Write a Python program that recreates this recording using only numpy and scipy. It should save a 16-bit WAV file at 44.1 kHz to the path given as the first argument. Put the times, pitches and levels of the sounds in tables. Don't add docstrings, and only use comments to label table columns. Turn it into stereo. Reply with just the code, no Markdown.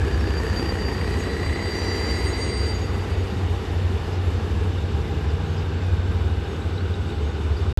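import sys
import numpy as np
from scipy import signal
from scipy.fft import rfft, irfft, next_fast_len
from scipy.io import wavfile

SR = 44100
rng = np.random.default_rng(int(sys.argv[2]) if len(sys.argv) > 2 else 0)


def to_wav(sig):
    pcm = np.clip(np.atleast_2d(sig), -1, 1) * 32767
    pcm = np.round(pcm).astype(np.int16)
    wavfile.write(sys.argv[1], SR, pcm.T)


def linear_from_db(decibels):
    return 10 ** (np.asarray(decibels, float) / 20)


N = 343539
PAD = next_fast_len(N)
HZ = np.maximum(np.arange(PAD // 2 + 1) * SR / PAD, 1)

# time in seconds, main squeal level in dB.
PRESSURE = [(0, -54), (.35, -46), (.8, -40.5), (1.2, -48), (1.6, -41), (1.75, -37), (2.71, -37),
            (2.82, -47), (3.6, -67)]
# time in seconds, grip as a share 0-1.
GRIP = [(0, 0.2), (1.72, 0), (1.77, 0.85), (1.98, 0.76), (2.12, 0.66), (2.35, 0.35), (2.6, 0.49),
        (3.3, 0.22)]
# time in seconds, throb level in dB, load level in dB.
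STEADY_ENGINE = [(0, -27.5, -24.5), (.6, -33, -27.5), (1.15, -28, -24), (1.3, -38, -33), (1.5, -32, -25.5),
                 (1.7, -31, -33), (2.2, -30, -29), (2.5, -33, -40), (2.7, -27, -36), (3.6, -30, -35),
                 (4.4, -33, -33), (5.2, -49, -37), (7.79, -36, -28.5)]
# time in seconds, throb level in dB, load level in dB.
RISING_ENGINE = [(0, -58, -48), (1.8, -56, -39), (2.199, -32, -30.5), (2.55, -48, -28), (3.5, -28.5, -31),
                 (4.2, -24, -29.5), (5.3, -29, -27), (5.6, -25.5, -32), (6.3, -24.5, -27),
                 (6.55, -32.5, -38), (6.85, -25, -36), (7.25, -44.5, -31), (7.6, -22, -31),
                 (7.79, -28.5, -25)]


def rms_one(x):
    return x / np.sqrt(np.mean(x ** 2) + 1e-20)


def in_time(rows):
    s, *columns = np.transpose(rows)
    return [np.interp(np.arange(N) / SR, s, c) for c in columns]


def at_hz(points, hz):
    table_hz, value = np.array(points).T
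    return np.interp(np.log(hz), np.log(table_hz), value)


def drift(rate):
    r = np.exp(-80 * np.pi * rate / SR)
    slow = signal.lfilter([1], [1, -2 * r, r * r], rng.standard_normal(N // 40 + 2002))[2000:]
    slow = rms_one(slow)
    lines = slow[:-1, None] + np.diff(slow)[:, None] * np.arange(40) / 40
    return lines.ravel()[:N]


def tone(hz):
    cycles = np.cumsum(hz + np.zeros(N)) / SR
    return np.sqrt(2) * np.sin(2 * np.pi * (cycles + rng.random()))


def narrow_noise(hz, width_hz, steady=0, count=N):
    turn = 2 * np.pi * np.cumsum(hz + np.zeros(count)) / SR
    a, b = drift(width_hz)[:count], drift(width_hz)[:count]
    ring = a * np.cos(turn) + b * np.sin(turn)
    if steady:
        ring = ring / ((a * a + b * b) / 2 + .01) ** (steady / 2)
    return ring


def patchy_noise(spectrum, patchy_db, count):
    # frequency in Hz, how alike left and right are (0-1).
    likeness = [(60, .998), (150, 0.97), (450, 0.96), (600, 0.75), (1000, 0.58), (1400, 0.9), (1750, 1),
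                (2100, 1), (4200, 1), (8000, 0.99), (8900, 1)]
    mid, side = rfft(rng.standard_normal((2, PAD)))
    alike = np.clip(at_hz(likeness, HZ), 0, 1)
    low_hz, high_hz = spectrum[0][0], spectrum[-1][0]
    colour = linear_from_db(at_hz(spectrum, HZ)) * ((HZ > low_hz) & (HZ < high_hz))
    pair = colour * (np.sqrt(1 + alike) * mid + np.sqrt(1 - alike) * side * [[1], [-1]])
    place = (count - 1) * np.log(HZ / low_hz) / np.log(high_hz / low_hz)
    out, together = 0, drift(4.9)
    for k in range(count):
        band = irfft(pair * np.clip(1 - abs(place - k), 0, 1), PAD)[:, :N]
        out = out + band * linear_from_db(patchy_db * (0.25 * together + drift(12)))
    return rms_one(out)


def small_metal():
    # start in seconds, peak level in dB, pitch in Hz.
    valve_ticks = [(2.813, -38, 3740), (2.982, -41, 3740), (3.045, -45, 3730), (3.150, -45, 3770),
                   (3.203, -45, 3730), (3.317, -40.5, 3720), (3.372, -45, 3780), (3.483, -39, 3740),
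                   (3.537, -45, 3750), (3.650, -42, 3720), (3.702, -46, 3720), (3.818, -47, 3700),
                   (3.975, -45, 3480), (4.186, -42, 3770), (4.283, -40, 3520), (4.335, -40, 3720),
                   (4.670, -47, 3700), (4.783, -39, 3600), (4.835, -46, 3760), (5.164, -40, 3680),
                   (5.462, -43, 3830), (5.768, -44, 3800), (5.968, -46, 3740), (6.135, -44, 3800),
                   (6.299, -41, 3750), (6.457, -44, 3800), (6.480, -43, 3500), (6.618, -36.5, 3850),
                   (6.728, -41, 3600), (6.779, -35, 3900), (6.940, -36.5, 3800), (7.101, -37, 3840),
                   (7.121, -39, 3540), (7.262, -46, 3750), (7.586, -41, 3750), (7.613, -41, 3520)]
    # start in seconds, peak level in dB, pitch in Hz,
    # time to fall 60 dB in seconds, glide in Hz per second.
    brake_squeaks = [(.19, -43, 5400, .14, 0), (4.12, -48, 4900, .12, 1500), (5.295, -47, 4800, .08, 6000),
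                     (5.45, -57, 6480, .5, 0), (5.57, -48, 4880, .12, 0), (5.565, -50, 5300, .12, 0),
                     (5.82, -44, 2580, .4, -1400), (6.43, -51, 5100, .1, 3000), (6.47, -57, 6550, .5, 0),
                     (6.727, -47, 4300, .09, 32000), (6.795, -45, 4150, .09, 16000),
                     (7.22, -57, 6550, .5, 0), (7.18, -49, 4050, .06, 9000), (7.567, -44, 4620, .06, 18000),
                     (7.62, -50, 3900, .14, 6000)]
    tick_t60_s = .026
    events = [(*tick, tick_t60_s, 0) for tick in valve_ticks] + brake_squeaks
    out, t = np.zeros(N), np.arange(int(.3 * SR)) / SR
    for s, peak_db, hz, t60, glide in events:
        start = round(s * SR)
        envelope = linear_from_db(peak_db + 8.5 - 60 * t / t60) * (1 - np.exp(-10 * t / t60))
        ring = envelope * np.sin(2 * np.pi * (hz + glide * t / 2) * t)
        out[start:start + len(t)] += ring[:N - start]
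    return out * (.9 + .25 * drift(120))


def turbo():
    # time in seconds, pitch in Hz, level in dB.
    whistle = [(2.9, 6800, -90), (3.4, 6940, -69), (4.5, 7260, -70), (5.8, 7550, -69), (7.79, 7960, -72)]
    hz, level_db = in_time(whistle)
    return linear_from_db(level_db + 1.6 * drift(3)) * narrow_noise(hz, width_hz=29)


def locks(rows):
    attack_s, release_s = 0.02, 0.0081
    t = np.arange(0, N / SR, .001)
    gain = 0
    for s, hold, db in rows:
        gain = gain + linear_from_db(db) * np.interp(t, [s - attack_s, s, s + hold, s + hold + release_s], [0, 1, 1, 0])
    return in_time(np.c_[t, gain])[0]


def flange_rub():
    # time in seconds, rubbing level in dB.
    rub = [(0, -25), (.98, -20), (1.1, 0.5), (1.7, 3), (1.9, 5), (2.3, 4.5), (2.65, 4), (2.9, -12),
           (3.3, -40)]
    rub_hz = [3885, 3940, 4040, 4463, 4916, 5534, 5860, 7171, 7850, 8120, 9410, 12210, 14750]
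    # width in Hz, level in dB, extra dB once the grip is hard.
    rub_modes = [(10, -62, 2), (20, -56.5, 0), (26, -53.5, -1), (10, -62, .1), (24, -62, 8), (20, -70, 8),
                 (16, -71, 9), (22, -73, 17), (100, -61, -15), (60, -57, -1.5), (12, -80, 5), (25, -73, .1),
                 (15, -74, -8)]
    # start in seconds, length in seconds, level in dB.
    singing_locks = [
        (1.745, 0.14, -52),
        (1.91, .07, -55),
        (2.02, .1, -66),
        (2.35, .11, -58),
    ]
    singing_hz = 5860
    out, end = np.zeros(N), round(rub[-1][0] * SR)
    rub_db, grip = in_time(rub)[0][:end], in_time(GRIP)[0][:end]
    for hz, (width_hz, level_db, grip_db) in zip(rub_hz, rub_modes):
        gain = linear_from_db(rub_db + level_db + grip * grip_db)
        if hz == singing_hz:
            gain = gain + locks(singing_locks)[:end]
        out[:end] += gain * narrow_noise(hz, width_hz, steady=.3, count=end)
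    return out


def squeal_gains():
    # time in seconds, change in dB.
    slips = [(.02, -11), (.09, 4), (.15, 3), (.195, -7), (.23, 0), (.385, 7), (.434, -9), (.55, -7),
             (.585, 13.5), (.69, 7), (.745, -15), (.855, 6), (.945, -1), (1.02, 0), (1.105, -8), (1.125, 4),
             (1.2, -8), (1.235, 6), (1.265, -5), (1.3, 2), (1.39, -16), (1.46, 6), (1.505, -11),
             (1.585, -11), (1.862, -1), (1.92, 7), (2.11, 5.5), (2.305, -17), (2.392, -10), (2.43, 4),
             (2.472, -8), (2.8, -5), (2.92, -8), (2.955, 2), (2.98, -7), (3.01, 1), (3.07, -10), (3.135, 3),
             (3.19, -10), (3.27, -10), (3.32, 8), (3.38, -12)]
    # start in seconds, length in seconds, level in dB.
    second_locks = [(.57, 0.036, -56), (1.2, .03, -50), (1.59, .04, -59), (2.165, 0.036, -54),
                    (2.28, 0.047, -49), (2.39, 0.11, -51), (2.56, 0.14, -60), (2.755, 0.022, -48),
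                    (2.82, 0.028, -55), (3.19, .03, -65)]
    # start in seconds, length in seconds, level in dB.
    top_locks = [(.97, 0.11, -60), (1.17, .14, -69), (1.96, .05, -63), (2.09, .12, -57),
                 (2.25, 0.057, -45.5), (2.38, .2, -46), (2.58, .13, -50.5)]
    slip_s, second_db, top_db = 0.02, -56.5, -63
    t, (pressure_db,) = np.arange(0, N / SR, .001), in_time(PRESSURE)
    bumps_db = sum(db * np.exp(-((t - s) / slip_s) ** 2) for s, db in slips)
    slips_db, = in_time(np.c_[t, bumps_db])
    loose_db = .55 * (pressure_db - pressure_db.max())
    main = linear_from_db(pressure_db + slips_db)
    second = linear_from_db(second_db + loose_db) + locks(second_locks)
    top = linear_from_db(top_db + loose_db) + locks(top_locks)
    return [main, second, top]


def wheel_squeal():
    squeal_hz = [4706, 6708, 8549]
    sag_by_mode = [8, 90, 8]
    # time in seconds, strength of the second wheel as a share of the first.
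    second_wheel = [(0, .45), (1.15, .5), (1.3, .3), (2.1, .12), (2.8, .15), (3.6, .3)]
    octave_db = -29
    share, = in_time(second_wheel)
    sounding = np.arange(N) <= PRESSURE[-1][0] * SR
    gains = squeal_gains()
    out = 0
    for hz, sag_hz, gain in zip(squeal_hz, sag_by_mode, gains):
        sagged_hz = hz - sag_hz * share
        pair = tone(sagged_hz + 3 * drift(8)) + share * tone(sagged_hz + 23 + 9 * drift(6))
        out = out + gain * linear_from_db(1.3 * drift(30)) * sounding * pair / np.sqrt(1 + share ** 2)
    octave = narrow_noise(2 * squeal_hz[0], width_hz=10)
    return out + linear_from_db(octave_db) * gains[0] * sounding * octave


def wheels():
    squeal = wheel_squeal() + flange_rub()
    lower = signal.sosfiltfilt(signal.butter(6, 5200, fs=SR, output="sos"), squeal)
    grip, = in_time(GRIP)
    early = (0.05 + 0.81 * np.maximum(grip - .2, 0)) * np.gradient(lower) * [[1], [-1]]
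    return squeal + early


def chug():
    # time in seconds, turns per second.
    chug_speed = [(0, 31.15), (1.0, 31.15), (1.4, 30.96), (7.79, 30.95)]
    # time in seconds, depth of the chug as a share 0-1.
    chug_depth = [(0, .12), (1.0, .125), (1.5, .105), (2.2, .055), (3, .02), (7.79, .02)]
    start_rad = 2.8
    turns_per_s, depth = in_time(chug_speed)[0], in_time(chug_depth)[0]
    turn = start_rad + 2 * np.pi * np.cumsum(turns_per_s * (1 + .001 * drift(2.7))) / SR
    puffs = .8 * np.cos(turn) + .95 * np.cos(2 * turn) + .55 * np.cos(3 * turn) + .55 * np.cos(4 * turn)
    return [np.exp(np.clip(d, 0, 1) * puffs) for d in (depth, 2.6 * depth)]


def intake_whine(strong):
    # time in seconds, centre pitch in Hz, level in dB.
    whine = [(0, 1689, -42), (.35, 1758, -41), (.75, 1876, -40.5), (1.15, 1894, -41), (1.5, 1970, -38),
             (2.1, 1993, -37), (2.5, 2030, -38.5), (2.9, 1984, -46.5), (3.4, 1904, -50.5), (5.0, 1592, -51),
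             (5.8, 1549, -46.5), (6.6, 1503, -47), (7.79, 1439, -49)]
    centre_hz, whine_db = in_time(whine)
    main = linear_from_db(whine_db) * strong * narrow_noise(centre_hz, width_hz=108, steady=.4)
    longer_branch = linear_from_db(whine_db - 9.5) * strong * narrow_noise(.86 * centre_hz, width_hz=120)
    return main + longer_branch


def ringing_panels():
    # pitch in Hz, width in Hz, level in dB.
    panels = [(799.6, 10.5, -49.5), (433.6, 9.1, -51), (3617, 266, -50.5), (2924, 105, -57),
              (12210, 25, -83)]
    return sum(linear_from_db(level_db) * narrow_noise(hz, width_hz) for hz, width_hz, level_db in panels)


def roar(soft):
    # frequency in Hz, level in dB per Hz.
    rumble = [(18, -42), (30, -16), (40, -14.5), (55, -3.5), (75, -6.5), (95, -5.5), (106, -4),
              (140, -10.5), (200, -8), (260, -17)]
    body = [(200, -4), (260, -2), (330, 0), (420, 2), (480, -1), (530, -7.5), (620, -13.5), (720, -14.5)]
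    clatter = [(520, -5.5), (650, 1.5), (800, 4.5), (1000, 3.5), (1500, -2), (1800, -5), (2100, -5.5),
               (2900, -5), (3250, -9.5), (3600, -20.5), (4300, -10.5), (5500, -16.5), (7000, -24.5),
               (8500, -27.5)]
    hiss = [(5000, -7), (7000, -1.5), (9500, -2.5), (10200, 2.5), (12000, -10), (13200, -12.5),
            (14500, -17), (15300, -33)]
    # time in seconds, level in dB.
    open_view = [(0, -1), (.7, .5), (1.6, -1), (2.15, 0.6), (2.55, -1.5), (4, -3), (5.7, -4.5), (7.2, -5),
                 (7.79, -5)]
    rumble_db, body_db, clatter_db, hiss_db = -23, -30.5, -35.5, -51.5
    dip_s, dip_width_s, dip_db = 2.53, .065, -13
    view_db, = in_time(open_view)
    load_db = np.maximum(in_time(STEADY_ENGINE)[1], in_time(RISING_ENGINE)[1])
    hiss_dip_db = dip_db * np.exp(-((np.arange(N) / SR - dip_s) / dip_width_s) ** 2)
    out = linear_from_db(rumble_db + 0.33 * load_db) * patchy_noise(rumble, patchy_db=-1.5, count=3)
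    out += linear_from_db(body_db + view_db) * soft * patchy_noise(body, patchy_db=0.64, count=3)
    out += linear_from_db(clatter_db + 0.94 * view_db) * soft * patchy_noise(clatter, patchy_db=1.0, count=9)
    out += linear_from_db(hiss_db + 1.72 * view_db + hiss_dip_db) * soft * patchy_noise(hiss, patchy_db=1.5, count=3)
    return out


def exhaust():
    # multiple of the cycle rate, level in dB against the load.
    orders = [(7, -18.5), (9, -15), (10, -16.5), (11, -13.5), (11.5, -12.5), (12, -5), (12.5, -12.5),
              (13, -6), (14, -14.5), (21, -16)]
    # time in seconds, cycles per second.
    steady_speed = [(0, 6.05), (.6, 6.06), (1.15, 6.12), (2.2, 6.12), (2.7, 6.19), (3.6, 6.17),
                    (7.79, 6.19)]
    rising_speed = [(0, 5.1), (1.8, 5.12), (2.55, 5.67), (3.0, 5.88), (3.5, 5.98), (4.2, 6.02), (5, 6.07),
                    (6.2, 6.1), (7.79, 6.16)]
    # time in seconds, pitch in Hz, level in dB.
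    second_engine = [(0, 60.95, -30), (1.3, 63, -35), (1.7, 63.2, -53), (2.4, 62.7, -46), (3.2, 63.56, -43),
                     (4, 62.55, -52), (7.79, 63, -40)]
    generator = [(0, 151.5, -41), (.6, 151.7, -42), (1.2, 151.9, -47.5), (3.5, 151.9, -49.5),
                 (3.9, 151.7, -40.5), (4.55, 153.1, -45.5), (5.5, 152, -34.5), (6.2, 151.8, -48.5),
                 (7.1, 152, -42), (7.79, 152, -58)]
    throb_order, in_step_s = 15, 3.83
    out = 0
    for speed, levels, wobble_db in ((steady_speed, STEADY_ENGINE, 3.0), (rising_speed, RISING_ENGINE, 1.2)):
        (cycle_hz,), (throb_db, load_db) = in_time(speed), in_time(levels)
        cycles = np.cumsum(cycle_hz) / SR
        throb = np.sqrt(2) * np.cos(2 * np.pi * throb_order * (cycles - cycles[round(in_step_s * SR)]))
        out = out + linear_from_db(throb_db + wobble_db * drift(4.0)) * throb
        coarse = 0
        for order, level_db in orders:
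            gain = linear_from_db(load_db[::4] + level_db + 3.3 * drift(0.65)[::4])
            coarse = coarse + gain * np.sin(2 * np.pi * (order * cycles[::4] + rng.random()))
        out = out + np.sqrt(2) * np.interp(np.arange(N) / 4, np.arange(len(coarse)), coarse)
    for rows in (second_engine, generator):
        hz, level_db = in_time(rows)
        out = out + linear_from_db(level_db + 0.72 * drift(3.8)) * tone(hz)
    return out


def scene():
    soft, strong = chug()
    engines = roar(soft) + ringing_panels() + intake_whine(strong) + exhaust()
    return engines + wheels() + turbo() + small_metal()


def low_pass(x):
    return signal.sosfilt(signal.butter(12, 15140, fs=SR, output="sos"), x)


def record(dry):
    # frequency in Hz, left level over right in dB.
    left_over_right = [(60, -.5), (450, -0.4), (800, -2), (1000, -1), (1350, 2.5), (1800, 0.5), (9000, 1)]
    # frequency in Hz, how far the left leads in radians.
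    left_lead = [(60, 0), (300, -.15), (450, -.3), (1100, -.8), (1600, 0), (8100, 0), (8450, 1.2),
                 (8850, 2.1), (9020, np.pi), (9600, np.pi), (10600, 4.5), (11600, 2 * np.pi),
                 (12800, 2 * np.pi), (13300, 7.6), (13800, 3 * np.pi)]
    dropout = (7.7285, 7.7741)
    half = linear_from_db(at_hz(left_over_right, HZ) / 2) * np.exp(.5j * at_hz(left_lead, HZ))
    ports = irfft(rfft(dry, PAD) * [half, 1 / half], PAD)[:, :N]
    t = np.arange(N) / SR
    fade_out = np.clip((dropout[0] - t) / .003, 0, 1)
    ports = ports * np.maximum(fade_out, t > dropout[1])
    since = np.maximum(t - dropout[1], 0)
    jump = .07 * (since > 0) * np.exp(-since / .003)
    return low_pass(ports + jump)


dry = scene()
out = record(dry)
to_wav(out)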